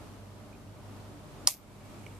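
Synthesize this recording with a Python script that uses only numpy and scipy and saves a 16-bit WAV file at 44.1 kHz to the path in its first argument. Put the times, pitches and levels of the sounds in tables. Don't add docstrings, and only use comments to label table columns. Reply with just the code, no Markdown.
import sys
import numpy as np
from scipy import signal
from scipy.fft import rfft, irfft, next_fast_len
from scipy.io import wavfile
from scipy.ndimage import minimum_filter1d, map_coordinates

SR = 44100
rng = np.random.default_rng(int(sys.argv[2]) if len(sys.argv) > 2 else 0)


def digitize_waveform(pressure):
    field = np.atleast_2d(pressure).T
    bounded = np.clip(field, -1, 1)
    quanta = np.round(bounded * 32767).astype(np.int16)
    wavfile.write(sys.argv[1], SR, quanta)


N = 96579

SIDE_DB = -12.5


def amp(db):
    return 10 ** (np.asarray(db) / 20)


def unit(x):
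    return x / np.sqrt(np.mean(x ** 2) + 1e-20)


def along(points, hz):
    point_hz, values = np.transpose(points)
    return np.interp(np.log(hz + 1), np.log(point_hz + 1), values)


def wobble(knots_per_s):
    knots = rng.standard_normal(int(N * knots_per_s / SR) + 4)
    return map_coordinates(knots, [np.arange(N) * knots_per_s / SR])


def filtered(x, response):
    padded = next_fast_len(N + SR // 2)
    hz = np.fft.rfftfreq(padded, 1 / SR)
    return irfft(rfft(x, padded) * response(hz), padded)[..., :N]


def left_right(mid, side):
    return np.array([mid + side, mid - side])


def noise(spectrum, alike):
    def mid_side_response(hz):
        angle = np.arccos(np.clip(along(alike, hz), -1, 1)) / 2
        return amp(along(spectrum, hz)) * np.array([np.cos(angle), np.sin(angle)])

    mid, side = filtered(rng.standard_normal((2, N)), mid_side_response)
    return unit(left_right(mid, side))


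def ring(start_s, hz, db, t60_s, pan_db):
    left_lag_s, rise_cycles = .000035, 2
    t = np.clip(np.arange(N) / SR - start_s - np.array([[left_lag_s], [0]]), 0, 1)
    port_db = pan_db / 2 * np.array([[1], [-1]])
    decay = amp(db + port_db - 60 * t / t60_s)
    rise = 1 - np.exp(-t * hz / rise_cycles)
    return decay * rise * np.sin(2 * np.pi * hz * t)


def hum():
    # pitch_hz, level_db (rms before wavering), waver_db
    mains_tones = [(49.6, -61, 2), (100, -55, 3.5), (296.4, -65.5, 3)]
    t = np.arange(N) / SR

    def tone(hz, db):
        cycles = hz * t + rng.random() + 0.045 * wobble(5.3)
        return np.sqrt(2) * amp(db) * np.sin(2 * np.pi * cycles)

    mid = sum(tone(hz, db + waver_db * wobble(5.0)) for hz, db, waver_db in mains_tones)
    side = sum(tone(hz, db + SIDE_DB) for hz, db, _ in mains_tones)
    return left_right(mid, side)


def fan():
    # pitch_hz, width_hz, level_db (rms before the mid-side balance)
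    drones = [(143, 12, -66.5), (207, 13, -61.5), (401, 8.3, -70.5), (601.7, 41, -64)]

    def band(hz, width_hz):
        resonance = lambda f: 1 / (1 + (2 * (f - hz) / width_hz) ** 2)
        return unit(filtered(rng.standard_normal((2, N)), resonance))

    bands = sum(amp(db) * band(hz, width_hz) for hz, width_hz, db in drones)
    mid, side = bands * amp([[0], [SIDE_DB]])
    return left_right(mid, side)


def rush():
    # frequency_hz, relative_density_db (per Hz)
    rush_spectrum = [(12, -39.5), (20, -13), (48, -11.5), (112, -2), (160, -5.5), (285, -7.5), (507, -14),
                     (597, -14.5), (648, -13.5), (1290, -18), (1640, -24.5), (3200, -28), (9760, -35),
                     (13900, -40)]
    # frequency_hz, correlation (no unit)
    likeness = [(60, 0.59), (130, 0.79), (280, 0.73), (610, 0.73), (1320, 0.29), (2870, 0.12), (6220, 0.02),
                (13500, 0.18)]
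    # frequency_hz, left_over_right_db
    balance = [(60, -1.1), (230, 1), (900, -1.0), (3480, -0.5), (13500, 0.5)]
    lean = lambda hz: amp(along(balance, hz) / 2 * np.array([[1], [-1]]))
    breathing = amp(-50 + 1.68 * wobble(4.22))
    return breathing * filtered(noise(rush_spectrum, likeness), lean)


def desk():
    # start_s, level_db, pitch_hz, t60_s, left_over_right_db
    desk_ticks = [(.528, -53.5, 2460, 0.054, -7), (.549, -50, 2490, 0.027, 0),
                  (2.065, -33.5, 2260, 0.013, -8), (2.064, -40, 2900, 0.011, -7),
                  (2.065, -48, 1360, .02, 0), (2.065, -51, 5870, 0.0093, -13),
                  (2.065, -46, 8800, 0.0055, 2), (2.15, -45, 8650, .006, 1)]
    return sum(ring(start_s, hz, db, t60_s, pan_db) for start_s, db, hz, t60_s, pan_db in desk_ticks)


def motor():
    # frequency_hz, relative_density_db (per Hz)
    brush_spectrum = [(800, -32.5), (1500, -14), (2300, 11.5), (3200, -3.5), (4500, -21), (7500, 1.5),
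                      (11000, -8.5), (14000, -6)]
    on_s, swell_s = 1.2, .4
    turns_per_s, tick_s = 22.3, 1.9
    level_db, tick_depth_db, tick_sharpness = -66.5, 6, 6
    t = np.arange(N) / SR
    swell = np.clip((t - on_s) / swell_s, 0, 1)
    flare = np.cos(np.pi * turns_per_s * (t - tick_s)) ** 2
    gain = swell * amp(level_db + tick_depth_db * flare ** tick_sharpness)
    return gain * noise(brush_spectrum, [(1000, .6), (3000, .5), (8000, 0.22)])


def rattle():
    # frequency_hz, relative_density_db (per Hz)
    rattle_spectrum = [(300, -46.5), (600, -19.5), (1100, -12), (1700, -25), (2200, -9), (3000, -13),
                       (4000, -9), (5300, -5), (9000, -3.5), (12300, -10), (13900, -10)]
    # frequency_hz, t60_s
    rattle_decay = [(500, 0.14), (1000, 0.085), (2000, 0.15), (5000, 0.16), (9000, .13), (14000, 0.23)]
    start_s, level_db = 1.477, -16
    clumps_db, clumps_per_s = 2.5, 590
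    steady = noise(rattle_spectrum, [(1000, .6), (8000, .2)])
    hz, t, bands = signal.stft(steady, SR, nperseg=64)
    after_s = t - start_s
    decay_db = -60 * np.clip(after_s, 0, 1) / along(rattle_decay, hz)[:, None]
    fade = (after_s > 0) * amp(level_db + decay_db)
    fading = signal.istft(bands * fade, SR, nperseg=64)[1][:, :N]
    return amp(clumps_db * wobble(clumps_per_s)) * fading


def relay():
    # start_s, level_db (added to each mode)
    contacts = [(1.4716, -14), (1.4736, 7), (1.4751, -3), (1.4761, -12), (1.4778, -12), (1.4793, -10)]
    # pitch_hz, level_db, t60_s, left_over_right_db
    modes = [(606, -35.5, .08, -3.5), (798, -34, 0.071, -4), (995, -30, 0.071, -5),
             (1147, -32.5, 0.057, -4.5), (2236, -41, 0.023, -3), (3420, -22.5, 0.0039, -5.5),
             (4830, -11.5, 0.0027, -4.5), (5238, -3.5, .004, -5), (5590, -11, 0.004, -2.5),
             (7050, -7, 0.0035, 0), (8440, -9.5, 0.0027, -1), (9354, -5.5, 0.0048, 3),
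             (10800, -15.5, 0.003, 1), (11530, -15.5, 0.005, -6.5), (13250, -23, 0.0039, -10)]
    scatter_db = 1.5 * rng.standard_normal((len(contacts), len(modes)))
    snap = 0
    for (start_s, contact_db), row_db in zip(contacts, scatter_db):
        for (hz, mode_db, t60_s, pan_db), chance_db in zip(modes, row_db):
            snap = snap + ring(start_s, hz, contact_db + mode_db + chance_db, t60_s, pan_db)
    return snap


def scene():
    return relay() + rattle() + desk() + hum() + fan() + rush() + motor()


def trailing(x, seconds):
    size = max(round(seconds * SR), 1)
    return np.convolve(x, np.ones(size) / size)[:N]


def gain_reduction_db(dry):
    threshold_db, recover_db_per_s = -7, 23.5
    hold_s, attack_s, ease_s = 0.033, 0.0062, 0.071
    t = np.arange(N) / SR
    peak_db = 20 * np.log10(np.abs(dry).max(0) + 1e-9)
    over_db = np.maximum(peak_db - threshold_db, 0)
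    lines_db = np.where(over_db > 0, over_db + recover_db_per_s * (t + hold_s), 0)
    recovery_db = np.maximum.accumulate(lines_db) - recover_db_per_s * t
    window = round((hold_s + 1) * SR)
    padded = np.pad(-over_db, (window, 0))
    cap_db = -minimum_filter1d(padded, size=window, origin=(window - 1) // 2)[window:]
    duck_db = np.clip(np.minimum(recovery_db, cap_db), 0, None)
    return np.maximum(trailing(duck_db, attack_s), trailing(duck_db, ease_s))


def record(dry):
    # frequency_hz, relative_density_db (per Hz)
    hiss_spectrum = [(1000, 6.5), (4000, -3.5), (9000, -7), (14000, -9)]
    hiss = amp(-66.5) * noise(hiss_spectrum, [(1000, 0.0062)])
    wet = dry * amp(-gain_reduction_db(dry)) + hiss
    top_hz, slope_hz = 14400, 600
    band_limit = lambda hz: np.clip((top_hz - hz) / slope_hz, .004, 1)
    return np.clip(filtered(np.clip(wet, -1, 1), band_limit), -1, 1)


dry = scene()
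out = record(dry)
digitize_waveform(out)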